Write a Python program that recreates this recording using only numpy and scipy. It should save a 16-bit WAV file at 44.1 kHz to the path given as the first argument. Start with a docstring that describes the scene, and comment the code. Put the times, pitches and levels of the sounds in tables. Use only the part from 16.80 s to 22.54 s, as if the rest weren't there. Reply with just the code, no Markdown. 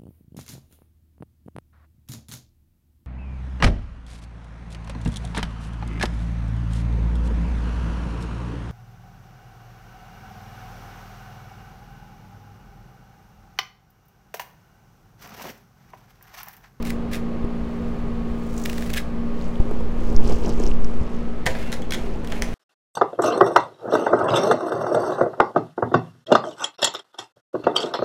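"""Kitchen scissors crunch through a bunch of chives, close to the microphone, while a fan hums in a small kitchen.
Each cut is a thick stream of tiny random clicks, and the thickest stalks snap as short bursts of noise.
The hands move off: slow air sways and bumps against the microphone, with a fine crackly rubbing of short ticks.
Then the scissors are set down on the counter: bursts and ringing tones make the knocks, clicks make the slides.
The fan is a set of slightly unsteady tones over shaped noise."""
import sys
import numpy as np
from scipy import signal
from scipy.fft import rfft, irfft, next_fast_len
from scipy.io import wavfile
from scipy.ndimage import uniform_filter1d, map_coordinates

SR = 44100
rng = np.random.default_rng(int(sys.argv[2]) if len(sys.argv) > 2 else 0)


def log_audio(samples):
    """Write samples as a 16-bit WAV file to the path given in sys.argv[1]."""
    # one column per channel
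    frames = np.atleast_2d(samples).T
    # limit to full scale, then quantise
    limited = np.clip(frames, -1, 1)
    pcm = np.round(limited * 32767).astype(np.int16)
    wavfile.write(sys.argv[1], SR, pcm)


N = 253158
TIME = np.arange(N) / SR  # seconds
HIT_TIME = TIME[:SR // 3]  # the clock of one short hit

# the blades closing through the bunch:
# (start [s], end [s], level when closed [dB rms], share of hollow crunch [dB])
CUTS = [(0.037, .1, -40, -17), (0.308, 0.356, -34.5, -4), (1.88, 2.113, -45.5, -11),
        (2.148, 2.18, -30, -0.5)]
# smooth grazing hiss: the open blades on the stalks, and around 3.25 s and 3.55 s the rubbing hands: (middle
# [s], half length [s], level [dB rms])
GRAZES = [(1.05, 0.2, -64.5), (1.72, 0.17, -58), (1.81, 0.047, -50), (2.0, 0.12, -50.5), (2.72, 0.28, -64),
          (3.25, .05, -65), (3.55, 0.2, -58)]
# the thickest stalks snapping: (time [s], level [dB])
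SNAPS = [(0.026, -25), (0.0512, -25), (0.072, -26), (0.1039, -18), (0.3328, -24), (1.8574, -13),
         (1.8972, -19), (1.93, -23.5), (1.9804, -22), (2.023, -22.5), (2.101, -21.5), (2.137, -13.5),
         (2.1448, -19)]
# tone colour of blades on stalks: (frequency [Hz], relative level [dB])
BLADE_COLOUR = [(1500, -7), (4000, -4.5), (5500, -1), (7100, -0.5), (8300, -4), (9300, -5.5), (11500, -10),
                (13000, -10), (14300, -8), (16000, -6)]
# tone colour of small cells bursting: (frequency [Hz], relative level [dB])
CELL_COLOUR = [(300, -19), (800, -15), (1700, 4), (4000, -2), (7000, -7), (11000, -9.5), (16000, -12)]
# tone colour of the hollow stalk tubes: (frequency [Hz], relative level [dB])
TUBE_COLOUR = [(500, -26), (1200, -15), (1650, 4.5), (2300, 0), (3000, -8), (3800, -4.5), (5200, -26),
               (16000, -28)]
# tone colour of a snapping stalk: (frequency [Hz], relative level [dB])
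STALK_COLOUR = [(400, -11), (1100, -13), (1650, -0.5), (2200, 4.5), (3000, -2.5), (3900, -5), (5800, -5.5),
                (7500, -8.5), (11000, -14), (14500, -10), (16000, -7)]
CUT_ATTACK_S, CUT_RELEASE_T60_S = 0.024, 0.079  # the blades bite and let go
CUT_BUILD_DB = 3.5  # the blades press harder as they close
CLUMP_RATE, CLUMP_DB = 300, 2.5  # the crunch comes stalk by stalk: knots a second, depth
SNAP_T60_S, SKIN_LEAD_S, SKIN_DB = 0.015, 0.0037, -9.5  # the skin cracks a little earlier and weaker


def snips():
    """The blades graze the bunch, then burst clumps of small cells; whole stalks give way with a snap."""
    clumps = unit(amp(CLUMP_DB * np.clip(wobble(CLUMP_RATE), -2, 1.6)))
    graze = colour(swells(GRAZES) * grains(rate=1500, spread_db=6.5), BLADE_COLOUR)
    cells, tubes = np.zeros(N), np.zeros(N)
    for start, end, db, hollow_db in CUTS:
        still_open = np.clip((end - TIME) / (end - start), 0, 1)
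        bite = stroke(start, CUT_ATTACK_S, end, CUT_RELEASE_T60_S)
        pressure = amp(db - CUT_BUILD_DB * still_open) * bite * clumps
        cells += pressure
        tubes += amp(hollow_db) * pressure  # a thick bunch crunches lower
    cut = colour(cells * grains(rate=6100, spread_db=2.5), CELL_COLOUR)
    cut += colour(tubes * grains(rate=2200, spread_db=5.5), TUBE_COLOUR)
    for s, db in SNAPS:
        add(cut, s - SKIN_LEAD_S, amp(db + SKIN_DB) * burst(SNAP_T60_S, STALK_COLOUR))
        snap = burst(SNAP_T60_S, STALK_COLOUR) + amp(-5) * burst(SNAP_T60_S, TUBE_COLOUR)
        add(cut, s + 0.0005, amp(db) * snap)
    return graze + cut


# the hands rubbing close to the microphone:
# (middle [s], half length [s], crackle level [dB rms], low scuffing level [dB rms])
RUBS = [(2.635, 0.045, -55.5, -46), (2.926, 0.12, -63, -40), (3.336, 0.12, -56, -32.5),
        (3.512, 0.043, -44.5, -28.5), (3.677, 0.046, -47, -26.5), (3.845, 0.053, -48.5, -29.5),
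        (4.245, 0.2, -59, -40.5), (5.306, .2, -60, -37)]
# the loudest crackles: (time [s], level [dB], pitch [Hz])
CRACKLES = [(1.7795, -23.5, 7100), (1.8396, -23, 6750), (2.613, -34, 4200), (2.7567, -35, 3300),
            (3.3644, -21, 5530), (3.4767, -28, 5300), (3.5227, -28, 4800), (3.6618, -27, 5760),
            (3.693, -27, 5600), (3.8, -26, 6940), (3.8383, -25, 5700), (3.8658, -22.5, 5800),
            (3.8758, -25.5, 5500), (3.9151, -28.5, 2770), (4.0454, -28, 5500)]
# soft pats: (time [s], relative level [dB])
PATS = [(0.647, -16.5), (2.803, -14.5), (2.854, -20.5), (2.912, -12.5), (3.007, -17), (3.496, -15),
        (3.672, -14.5), (3.801, -11.5)]
# tone colour of the crackle: (frequency [Hz], relative level [dB])
CRACKLE_COLOUR = [(1500, -32), (2200, -0.5), (2800, 4.5), (3800, -7), (5300, -3.5), (7300, -5),
                  (9000, -5.5), (12000, -8), (16000, -21)]
# tone colour of pats and scuffing: (frequency [Hz], relative level [dB])
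PAT_COLOUR = [(110, -7.5), (250, -4), (400, 2), (650, -12), (950, -13.5), (1400, -27.5), (2500, -41.5),
              (8000, -55)]
STRAY_RATE, STRAY_DB = 240, -2.5  # higher-pitched slips a second, and their level against the rubbing


def rubbing():
    """Tiny slips close by: dry pitched ticks over low scuffing and soft pats."""
    ticks = crackle(rate=900, spread_db=3.5, middle_hz=5200, scatter=0.45)
    ticks = unit(colour(ticks, CRACKLE_COLOUR))
    strays = crackle(rate=STRAY_RATE, spread_db=4, middle_hz=5900, scatter=.16)
    slipping = swells([(s, width, db) for s, width, db, _ in RUBS])
    scuffing = swells([(s, width, db) for s, width, _, db in RUBS])
    out = slipping * (ticks + amp(STRAY_DB) * strays)
    out += scuffing * colour(grains(rate=700, spread_db=3.5), PAT_COLOUR)
    for s, db, hz in CRACKLES:
        edge = amp(-10) * tick(10800, cycles=.4)  # the sudden release reaches higher than the ring
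        add(out, s, amp(db) * (tick(hz, cycles=1.3) + edge))
    for s, db in PATS:
        add(out, s, amp(db + 1.5) * burst(0.031, PAT_COLOUR))
        add(out, s, amp(db - 21) * burst(0.0026, CRACKLE_COLOUR))
    return out


def crackle(rate, spread_db, middle_hz, scatter):
    """A random train of ticks, each of its own pitch and size, rms 1."""
    start = rng.integers(0, N, int(rate * N / SR))
    pitch, size = np.clip(rng.standard_normal((2, len(start))), -2, 2)
    ticks = amp(spread_db * size)[:, None] * tick(middle_hz * np.exp(scatter * pitch), cycles=0.66)
    places = start[:, None] + np.arange(ticks.shape[1])
    return unit(np.bincount(places.ravel(), ticks.ravel(), N)[:N])


def tick(hz, cycles):
    """A tiny resonance, peaking near 1, that swells and dies within a few cycles."""
    turns = np.multiply.outer(hz, TIME[:256])
    age = turns / cycles
    return age * np.exp(1 - age) * np.sin(2 * np.pi * turns)


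# things put down on the counter: (time [s], level [dB], crack decay t60 [s], counter share [dB],
# steel share [dB], first flight [s], rattle against the knock [dB])
KNOCKS = [(4.6636, -11.5, 0.027, 8, -12, 0.0051, -7), (4.7505, -38.5, .05, 22, -20, .028, -13),
          (4.927, -16, 0.015, -5, -22, 0.0076, -6), (5.020, -28.5, .013, -25, 3, .01, -34),
          (5.122, -13.5, 0.023, -32, -0.5, .014, -3.5), (5.474, -23.5, 0.0056, -26, -18, .028, -5.5),
          (5.522, -18, 0.0081, 2, -26, .013, -30), (5.622, -4.5, 0.0044, -12, -18, 0.0065, -30)]
# things pushed along the counter: (start [s], level [dB rms], rise [s], decay t60 [s])
SLIDES = [(4.665, -36, .01, 0.41), (4.74, -39, 0.067, 0.7), (4.92, -44, 0.016, .15),
          (5.125, -40.5, 0.019, 0.78), (5.42, -40.5, 0.15, 1.6)]
# something catches as it slides: (middle [s], half length [s], pitch [Hz], peak level [dB])
SQUEAK = (4.881, 0.03, 2728.5, -46)
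# tone colour of sliding: (frequency [Hz], relative level [dB])
SLIDE_COLOUR = [(300, 2), (600, 6), (1100, -5.5), (1500, 0), (2300, 4), (3200, -3.5), (5000, -10),
                (8000, -15), (12000, -19), (16000, -23)]
# tone colour of hard things touching: (frequency [Hz], relative level [dB])
CONTACT_COLOUR = [(300, -17), (1000, -1), (1550, 3.5), (2200, 5.5), (2700, -2.5), (3300, 2.5), (4100, -1.5),
                  (6000, -3.5), (8500, -7.5), (12000, -14), (16000, -19)]
TOUCH_DB, BOUNCE_LOSS_DB = -1, 2.5  # first touch against the rattle; loss at each bounce
FLIGHT_SHRINK = 0.57  # length of each flight over the last


def counter():
    """Hard things touch, knock and rattle to rest on the worktop, and slide in between."""
    push = sum(amp(db) * stroke(s, rise, s + rise, t60) for s, db, rise, t60 in SLIDES)
    uneven = amp(1.6 * wobble(60))
    out = colour(push * uneven * grains(rate=1800, spread_db=1), SLIDE_COLOUR)
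    s, width, hz, db = SQUEAK
    out += swells([(s, width, db)]) * np.sin(2 * np.pi * hz * TIME)
    for s, db, t60, counter_db, steel_db, flight, rattle_db in KNOCKS:
        add(out, s - flight, amp(db + rattle_db + TOUCH_DB) * burst(0.02, CONTACT_COLOUR))
        add(out, s, amp(db) * contact(t60, counter_db, steel_db))
        delays = np.cumsum(flight * FLIGHT_SHRINK ** np.arange(3))
        for k, delay in enumerate(delays):
            bounce_gain = amp(db + rattle_db - BOUNCE_LOSS_DB * k)
            add(out, s + delay, bounce_gain * contact(t60, counter_db, steel_db))
    return out


# tone colour of the worktop's thud: (frequency [Hz], relative level [dB])
WORKTOP_COLOUR = [(150, 2), (350, -5), (580, 2.5), (850, -3.5), (1150, -8.5), (1600, -2), (2100, -2),
                  (2700, -14), (3300, -9), (5000, -19), (9000, -43), (16000, -50)]
# ringing tones of the counter: (frequency [Hz], relative level [dB], decay t60 [s])
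COUNTER_MODES = [(487, 2, .14), (525, 0, .13), (640, 5, .1), (743, 1, .11), (822, 1, .15), (969, -10, .16),
                 (1320, -5, .1), (1560, -6, 0.1), (1665, -3, 0.09), (1917, -1, 0.12), (2163, -6, 0.11),
                 (2260, -10, 0.11)]
# ringing tones of the steel blades: (frequency [Hz], relative level [dB], decay t60 [s])
STEEL_MODES = [(2988, -8, .09), (3226, 0, .07), (3300, -2, .035), (3388, -1, .06), (3476, -4, .035),
               (6204, -15, .06)]


def contact(t60, counter_db, steel_db):
    """A crack, with the worktop's thud and the blades' short ring under it."""
    thud = amp(-4) * burst(.045, WORKTOP_COLOUR) + amp(-25) * ring(COUNTER_MODES, attack=.001)
    blades = amp(-14) * ring(STEEL_MODES, attack=.0004)
    return burst(t60, CONTACT_COLOUR) + amp(counter_db) * thud + amp(steel_db) * blades


def ring(modes, attack):
    """A solid thing struck: its own tones die away, each at a freshly drawn strength."""
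    waves = np.zeros(len(HIT_TIME))
    for hz, db, t60 in modes:
        strength = amp(db + 2 * rng.standard_normal())
        waves += strength * fade(HIT_TIME, t60) * np.sin(2 * np.pi * (hz * HIT_TIME + rng.random()))
    return waves * (1 - np.exp(-HIT_TIME / attack))


# air stirred by the moving body: (time [s], relative level [dB])
SWAY = [(0, -28), (2.2, -25.5), (2.9, -15), (3.6, -14), (4.05, -8), (4.6, -19.5), (5.74, -22.5)]
# low flutter of air on the microphone: (middle [s], half length [s], level [dB rms])
FLUTTERS = [(1.35, 0.2, -30), (3.0, .1, -32), (3.32, 0.11, -26.5), (3.55, 0.17, -23.5), (4.05, 0.25, -29),
            (5.35, 0.23, -33.5)]
# sudden pushes on the microphone: (time [s], signed height before decay, rise [s], decay to 1/e [s])
BUMPS = [(0.642, -0.28, 0.0016, 0.007), (2.799, -0.9, 0.0045, 0.032), (3.359, 0.86, 0.014, 0.18),
         (4.212, 0.97, 0.0036, 0.0026)]
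# tone colour of the flutter: (frequency [Hz], relative level [dB])
FLUTTER_COLOUR = [(8, -16.0), (20, 0.0), (40, -0.5), (80, -9), (160, -22.5), (600, -63), (3000, -110)]


def draught():
    """Air leans very slowly on the microphone, flutters, and bumps it a few times."""
    sway_db, = curves(SWAY)
    out = amp(sway_db - 1.0) * unit(np.tanh(1.5 * wobble(25)))
    out += swells(FLUTTERS) * colour(rng.standard_normal(N), FLUTTER_COLOUR)
    for s, height, rise, fall in BUMPS:
        push = np.sin(np.pi / 2 * np.clip(HIT_TIME / rise, 0, 1)) ** 2
        to_zero = 1 - HIT_TIME / HIT_TIME[-1]  # ends without a click
        add(out, s, height * push * np.exp(-HIT_TIME / fall) * to_zero)
    return out


# the fan motor and its housing: (frequency [Hz], level [dB rms])
HUM = [(58.2, -40), (116.4, -49), (140, -46), (174.6, -40.5), (232.8, -32.5), (291, -46.5), (407.5, -44),
       (484.5, -49.5)]
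# how the hum's strength moves: (time [s], relative level [dB])
HUM_LEVEL = [(0, -30.5), (4.1, -32), (4.6, -35), (5.74, -37.5)]
# thin motor whines: (start [s], end [s], frequency [Hz], level [dB rms])
WHINES = [(-0.5, 4.4, 1105, -54), (0, 4.2, 1222, -54.5), (4.1, 4.7, 1281, -54), (0, 6.6, 4371, -72)]
# tone colour of the moving air: (frequency [Hz], relative level [dB])
FAN_AIR_COLOUR = [(15, -26.5), (25, -2), (40, -1.5), (63, -7), (102, -13.5), (185, -12), (236, -11.5),
                  (277, -18), (335, -16), (394, -17), (503, -16), (677, -21.5), (1100, -27.5),
                  (1370, -30.5), (2550, -37), (16000, -69.5)]
FAN_AIR_DB = -32  # rms


def fan():
    """The motor and housing hum in steady tones, thin whines come and go, and moved air rushes."""
    level_db, = curves(HUM_LEVEL)
    hum = sum(amp(db) * tone(hz, drift_hz=0.39, waver_db=1.48) for hz, db in HUM)
    hum = unit(amp(level_db)) * hum
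    whine = np.zeros(N)
    for start, end, hz, db in WHINES:
        switch = uniform_filter1d(1.0 * (TIME > start) * (TIME < end), size=2048)  # softened edges
        whine += amp(db) * tone(hz, drift_hz=1.22, waver_db=1.0) * switch
    air = amp(FAN_AIR_DB) * colour(rng.standard_normal(N), FAN_AIR_COLOUR)
    return hum + whine + air


def tone(hz, drift_hz, waver_db):
    """A slightly unsteady tone of rms 1."""
    turns = np.cumsum(hz + drift_hz * wobble(5)) / SR + rng.random()
    return unit(np.sin(2 * np.pi * turns) * amp(waver_db * wobble(7)))


# how long the room rings: (frequency [Hz], decay t60 [s])
KITCHEN_DECAY = [(200, 0.68), (2000, 0.16), (7000, 0.28), (15000, 0.14)]


def kitchen(x):
    """The walls' answer: a noise tail in which each frequency dies at its own speed."""
    hz, t, z = signal.stft(rng.standard_normal(SR // 2), SR, nperseg=256)
    dying = z * fade(t, along(KITCHEN_DECAY, hz)[:, None])
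    tail = signal.istft(dying, SR, nperseg=256)[1]
    tail = tail * (1 - np.exp(-TIME[:len(tail)] / 0.0048))  # echoes build up gently
    return signal.fftconvolve(x, tail / np.linalg.norm(tail))[:N]


def burst(t60, spectrum):
    """One short crack of dying noise that peaks near 1."""
    shape = fade(HIT_TIME, t60)
    crack = colour(rng.standard_normal(len(HIT_TIME)) * shape, spectrum, size=1024)
    return .5 * crack * np.linalg.norm(shape) / np.linalg.norm(crack)


def grains(rate, spread_db):
    """Random tiny clicks of uneven size, rate a second, rms 1."""
    sizes = amp(spread_db * np.clip(rng.standard_normal(N), -2, 2)) * rng.choice([-1, 1], N)
    return unit(sizes * (rng.random(N) < rate / SR))


def swells(rows):
    """Gain that swells and fades, from (middle [s], half length [s], level [dB]) rows."""
    return sum(amp(db) * np.exp(-.5 * ((TIME - s) / width) ** 2) for s, width, db in rows)


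def stroke(start, rise, end, t60):
    """Gain that rises from start, holds until end, then dies away."""
    return np.clip((TIME - start) / rise, 0, 1) * fade(np.maximum(TIME - end, 0), t60)


def colour(x, spectrum, size=8192):
    """x through a filter of unit energy with this spectrum, which never sounds ahead of its input."""
    # folding the cepstrum forward in time gives the minimum-phase filter
    cepstrum = irfft(np.log(amp(along(spectrum, np.fft.rfftfreq(size, 1 / SR)))))
    cepstrum[1:size // 2] *= 2
    cepstrum[size // 2 + 1:] = 0
    response = irfft(np.exp(rfft(cepstrum)))
    return signal.fftconvolve(x, response / np.linalg.norm(response))[:len(x)]


def wobble(rate):
    """A smooth random curve of rms 1, rate knots a second."""
    knots = rng.standard_normal(int(N * rate / SR) + 4)
    return unit(map_coordinates(knots, [TIME * rate], mode="reflect"))


def fade(t, t60):
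    """Decay by 60 dB in t60 seconds."""
    return 1000.0 ** (-t / np.maximum(t60, 1e-4))


def add(track, s, sound):
    """Mix a sound into the track at time s."""
    start = max(round(s * SR), 0)
    track[start:start + len(sound)] += sound[:max(N - start, 0)]


def along(points, hz):
    """Read a curve of (frequency [Hz], value) points on a log axis."""
    f, v = np.transpose(points)
    return np.interp(np.log(hz + 1), np.log(f + 1), v)


def curves(rows):
    """One value per sample for each column after the time."""
    s, *cols = np.transpose(rows)
    return [np.interp(TIME, s, c) for c in cols]


def amp(db):
    """Decibels to gain."""
    return 10 ** (np.asarray(db) / 20)


def unit(x):
    """x at rms 1."""
    return x / np.sqrt(np.mean(x ** 2) + 1e-20)


def scene():
    """The snips are near and fairly dry; the counter is farther off and gets more room sound."""
    near, far = snips(), counter()
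    room = kitchen(amp(-12.0) * near + amp(-9) * far)
    return (near + far + room + rubbing() + draught() + fan())[None]


TOP_HZ = 15900  # band limit


def record(dry):
    """The microphone's signal keeps almost nothing above its band limit."""
    size = next_fast_len(N + SR // 2)
    passed = 1 / (1 + (np.fft.rfftfreq(size, 1 / SR) / TOP_HZ) ** 200)
    return irfft(rfft(dry, size) * passed, size)[:, :N]


dry = scene()
out = record(dry)
log_audio(out)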